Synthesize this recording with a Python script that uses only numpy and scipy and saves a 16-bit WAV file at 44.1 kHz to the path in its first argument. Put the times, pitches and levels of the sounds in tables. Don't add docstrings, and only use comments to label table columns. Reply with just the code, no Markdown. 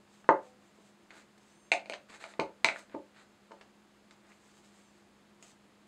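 import sys
import numpy as np
from scipy import signal
from scipy.fft import rfft, irfft
from scipy.io import wavfile
from scipy.ndimage import uniform_filter1d

SR = 44100
rng = np.random.default_rng(int(sys.argv[2]) if len(sys.argv) > 2 else 0)


def unload_wav(signal):
    wavfile.write(
        sys.argv[1],
        SR,
        np.round(np.clip(np.atleast_2d(signal).T, -1, 1) * 32767).astype(np.int16),
    )


N = 259158
TIME = np.arange(N) / SR
SHORT = TIME[:SR // 2]
TOP_HZ = 15700


def amp(db):
    return 10 ** (np.asarray(db) / 20)


def unit(x):
    return x / np.sqrt(np.mean(x ** 2))


def blow(x, db):
    return x * amp(db) / np.sqrt(np.sum(x ** 2) / (.005 * SR))


def add(out, start_s, x):
    i = max(int(start_s * SR), 0)
    out[i:i + len(x)] += x[:N - i]


def colour(x, points):
    hz, db = np.transpose(points)
    bin_hz = np.maximum(np.fft.rfftfreq(len(x), 1 / SR), 1)
    gain = amp(np.interp(np.log(bin_hz), np.log(hz), db))
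    return irfft(rfft(x) * gain, len(x))


def soften(x, hz):
    return signal.sosfilt(signal.butter(2, min(hz, TOP_HZ), fs=SR, output="sos"), x)


def radiate(x, hz):
    return signal.sosfilt(signal.butter(2, hz, "high", fs=SR, output="sos"), x)


def ring(modes, pitch=1, damping=1):
    total = np.zeros(len(SHORT))
    for k, (hz, width_hz, db) in enumerate(modes):
        gain = (-1) ** k * amp(db) * 2 * np.pi * width_hz / SR
        decay = np.exp(-np.pi * width_hz * damping * SHORT)
        total += gain * decay * np.sin(2 * np.pi * hz * pitch * SHORT)
    return total


def walk(rate_hz):
    count = int(SR / rate_hz)
    steps = np.repeat(rng.standard_normal(N // count + 1), count)[:N]
    return uniform_filter1d(steps, count)


def stroke(start_s, end_s):
    u = np.clip((TIME - start_s) / max(end_s - start_s, .01), 0, 1)
    return np.sqrt(np.abs(np.sin(np.pi * u)))


def strokes(rows):
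    return sum(amp(db) * stroke(start_s, end_s) for start_s, end_s, db in rows)


def slips(rate_hz, spread_db):
    size = amp(spread_db * np.minimum(rng.exponential(size=N), 4))
    return (rng.random(N) < rate_hz / SR) * size * rng.choice([-1, 1], N)


def background():
    # (frequency [Hz], gain [dB])
    hiss_spectrum = [(15, -56.5), (25, -26), (133, -13.5), (173, -13), (209, -6), (233, -11.5), (349, -9.5),
                     (378, -13), (495, -14.5), (1020, -17), (1140, -17), (5140, -28.5), (5730, -29),
                     (7300, -30), (15500, -49)]
    # (frequency [Hz], rms level [dB])
    hum_tones = [(204.6, -68.5), (349.9, -76)]
    hiss = unit(colour(rng.standard_normal(N), hiss_spectrum)) * amp(-64.5)
    speed = 1 + .006 * walk(8)
    hum = np.zeros(N)
    for hz, db in hum_tones:
        phase = 2 * np.pi * np.cumsum(hz * speed) / SR
        hum += np.sqrt(2) * amp(db + walk(7.9)) * np.sin(phase)
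    return hiss + hum


def room(x):
    # (frequency [Hz], width [Hz], gain [dB])
    standing_waves = [(42, 12.13, 3), (78.5, 4.7, 4.5), (172, 12, 6.5), (225, 12, -10), (295.5, 9.9, 11.5),
                      (320.7, 10, 1.5), (364, 7.8, -11.5), (392, 13, -1), (505, 3.7, -1.5), (531.4, 13, 4),
                      (572.5, 19, 5), (600, 7.2, 1), (671, 8.3, 4.5), (768, 4.7, -3.5), (853, 13, 8),
                      (880, 9.3, 3.5), (936, 16, 1), (1085.4, 19, -3), (1195, 14, 1.5), (1210, 22, 3),
                      (1490, 28, 2.5), (1680, 13, 0), (1960, 13, -3.5), (2123, 15, 1), (2115, 13, -11),
                      (2375, 19, -0.5), (2516, 27, 3.5), (2636, 26, 1)]
    # (frequency [Hz], gain [dB])
    wall_spectrum = [(80, -5), (250, -7.5), (600, 1.5), (1100, -7), (1600, -6), (2300, -5), (4000, -2.5),
                     (7000, 2), (14000, -7)]
    low_t60_s, treble_t60_s = 0.24, 0.16
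    gap_s, build_s, modes_db = .0015, .002882, -0.5

    age_s = np.maximum(SHORT - gap_s, 0)

    def fade(t60_s):
        return np.exp(-np.log(1000) * age_s / t60_s)

    noise = rng.standard_normal(len(SHORT))
    low = colour(noise, [(1500, 2), (6000, -20)])
    tail = low * fade(low_t60_s) + (noise - low) * fade(treble_t60_s)
    diffuse = colour(tail / np.sqrt(np.sum(tail ** 2)), wall_spectrum)
    diffuse *= 1 - SHORT / SHORT[-1]
    response = diffuse + amp(modes_db) * ring(standing_waves)
    response *= 1 - np.exp(-age_s / build_s)
    return x + signal.fftconvolve(x, response)[:N]


def squeak(start_s, end_s, first_hz, turn_hz, db):
    turn_share, swell_db = .75, 11
    arc = (1 - np.clip((TIME - start_s) / (end_s - start_s), 0, 1) / turn_share) ** 2
    pitch_hz = turn_hz + (first_hz - turn_hz) * arc
    tones = np.zeros(N)
    for ratio, part_db in ((1, 0), (1.18, -2), (1.38, -3)):
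        level = amp(part_db + 3.5 * walk(24.9))
        waver = 1 + 0.0097 * walk(290) + 0.012 * walk(18)
        tones += level * np.sin(2 * np.pi * np.cumsum(pitch_hz * ratio * waver) / SR)
    return tones * amp(db - swell_db * arc) * stroke(start_s, end_s)


def squeaks():
    # (start [s], end [s], first pitch [Hz], turning pitch [Hz], level at the turn [dB])
    squeak_rows = [(1.365, 1.726, 4500, 6370, -72), (4.78, 4.933, 6960, 6150, -75)]
    return sum(squeak(*row) for row in squeak_rows)


def fingers():
    # (frequency [Hz], gain [dB])
    skin_spectrum = [(200, -8), (700, -2.5), (2500, 1), (5000, -2), (8000, 1), (10000, -13.5), (15000, -23)]
    # (start [s], end [s], level [dB])
    brushes = [(0.416, 0.508, -70.5), (1.13, 1.232, -68.5), (2.782, 2.798, -55), (4.547, 4.61, -68),
               (4.623, 4.697, -71), (5.403, 5.526, -66.5)]
    # (start [s], end [s], mean level [dB])
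    handling = [(.08, .24, -75.5), (.6, .92, -75.5), (1.4, 1.58, -75), (4.08, 5.1, -72)]
    # (time [s], level [dB], contact cut-off [Hz])
    ticks = [(0.243, -53.5, 1010), (1.106, -48.5, 2630), (1.378, -63.5, 12330), (2.097, -53.5, 2210),
             (2.896, -58, 1810), (2.947, -52, 1640), (3.517, -55.5, 3000), (3.611, -50.5, 2960),
             (4.109, -54, 4960), (5.426, -51, 8160)]
    shifts_per_s, shift_db = 12, 4.5

    hiss = unit(colour(slips(rate_hz=10000, spread_db=6.5), skin_spectrum)) * amp(2.4 * walk(30))
    shifting = strokes(handling) * amp(shift_db * walk(shifts_per_s))
    out = hiss * np.hypot(strokes(brushes), shifting)
    for time_s, db, hz in ticks:
        tick = colour(rng.standard_normal(len(SHORT)), skin_spectrum) * np.exp(-SHORT / 0.0045)
        add(out, time_s, blow(soften(tick, hz), db))
    return out


def thread():
    # (frequency [Hz], gain [dB])
    plastic_spectrum = [(150, -34), (350, -1.5), (900, -4.5), (1500, 1.5), (2400, -2), (3100, -10),
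                        (4000, -4.5), (5300, -12.5), (8000, -7), (10500, -17), (15000, -24)]
    # (start [s], end [s], level before softening [dB], cut-off [Hz])
    scrapes = [(1.096, 1.234, -59, 4020), (1.84, 1.964, -64, 4970), (2.084, 2.181, -53.5, 7100),
               (2.194, 2.268, -51, 7000), (2.264, 2.335, -58, 7860), (2.658, 2.718, -39.5, 4000),
               (2.723, 2.833, -57, 8500), (2.897, 2.96, -60.5, 2500), (3.141, 3.241, -61.5, 5240),
               (4.225, 4.35, -64, 2213)]
    grit = unit(colour(slips(rate_hz=2200, spread_db=2.0), plastic_spectrum)) * amp(2 * walk(70))
    out = np.zeros(N)
    for start_s, end_s, db, hz in scrapes:
        out += amp(db) * stroke(start_s, end_s) * soften(grit, hz)
    return out


def jar():
    # (frequency [Hz], width [Hz], gain [dB])
    wood_modes = [(315, 74, -8.5), (550, 220, -3.5), (874, 110, 3.5), (1018, 320, 0.5), (1240, 85, 0.5),
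                  (1580, 720, -7.5), (2085, 140, -5), (2600, 310, -24), (4140, 330, -20),
                  (6500, 1800, -21.5)]
    # (time [s], level [dB], contact cut-off [Hz],
    #                 second touch delay [s], second touch relative to first [dB])
    knocks = [(0.29, -12, 1370, .0057, -11.5), (0.786, -58.5, 280, .012, -15),
              (2.394, -25, 770, .0127, -8.5), (2.493, -53, 590.7, .012, -11),
              (2.6452, -26, 1680, .0428, -19), (2.944, -40, 340, .0035, 5.5), (3.509, -50, 752, .009, 3)]
    press_start_s, press_end_s = 2.3, 3.1
    pressed_bass_hz, free_bass_hz = 188, 322
    edge_brighter = 1.5
    sympathy = [(761, 2.8, -0.5)]

    out, wood = np.zeros(N), ring(wood_modes)
    for time_s, db, hz, after_s, second_db in knocks:
        bass_hz = pressed_bass_hz if press_start_s < time_s < press_end_s else free_bass_hz
        first = radiate(soften(wood, hz), bass_hz)
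        second = radiate(soften(wood, hz * edge_brighter), bass_hz)
        add(out, time_s, blow(first, db))
        add(out, time_s + after_s, blow(second, db + second_db))
    return out + signal.fftconvolve(out, ring(sympathy))[:N]


def lid():
    # (frequency at pitch 1 [Hz], width at damping 1 [Hz], gain [dB])
    shell_modes = [(926, 139, -17), (1447, 52, 5.5), (1980, 810, 3), (2656, 790, 8.5), (3460, 450, -0.5),
                   (4270, 420, 1), (6366, 386, -5), (8370, 840, -8.5), (10820, 3300, -44)]
    rim_modes = [(2125, 64, -0.46), (2432, 89, 0.34), (2693, 180, 1)]
    # (time [s], frequency [Hz], level relative to shell [dB])
    jar_air = [(1.719, 735, -2.5), (1.898, 588, 1.5), (1.93, 594, -8), (2.65, 647, -10)]
    # (time [s], shell level before the bass cut [dB], contact cut-off [Hz],
    #                     pitch factor [1], rim relative to shell [dB])
    clicks = [(1.7176, -25.5, 7490, .975, 7.5), (1.7232, -29, 10740, 1.005, 3),
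              (1.737, -33.5, 7940, 0.83, -10.5), (1.795, -51, 4000, 1.03, -14), (1.8582, -51.5, 5000, 1, 1),
              (1.8978, -37.5, 10000, 1, -5), (1.923, -43.5, 3560, 1.07, 3.5),
              (1.936, -39.5, 6200, 0.75, -15), (1.94, -41, 6160, .95, -13),
              (2.2402, -39.5, 1960, 0.99, -6.5), (2.338, -51, 3000, .86, -7), (2.398, -31.5, 5200, 1.0, -1),
              (2.6456, -17.5, 7000, 0.95, 0), (2.6865, -28, 2330, 0.94, 5), (2.7597, -43.5, 2000, 0.67, 5),
              (4.318, -62.5, 1800, 0.96, 5.5)]
    hard_hz, hard_damping, grip_power = 6990, 1.16, .42

    out = np.zeros(N)
    air_s, air_hz, air_db = np.transpose(jar_air)
    for time_s, db, hz, pitch, rim_db in clicks:
        damping = hard_damping * (hard_hz / hz) ** grip_power
        shell = soften(ring(shell_modes, pitch, damping), hz)
        rim = soften(ring(rim_modes, pitch, damping), hz)
        air = soften(ring([(np.interp(time_s, air_s, air_hz), 135, 0)]), hz)
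        add(out, time_s, blow(shell, db))
        add(out, time_s, blow(rim, db + rim_db))
        add(out, time_s, blow(air, db + np.interp(time_s, air_s, air_db)))
    return radiate(radiate(out, hz=282.6), hz=246.4)


def scene():
    on_table = fingers() + thread() + jar() + lid()
    return (background() + squeaks() + room(on_table))[None]


def record(dry):
    notched = signal.lfilter(*signal.iirnotch(5720, 8, fs=SR), dry)
    dipped = dry + 0.55 * (notched - dry)
    return signal.sosfilt(signal.ellip(10, .2, 70, TOP_HZ, fs=SR, output="sos"), dipped)


dry = scene()
out = record(dry)
unload_wav(out)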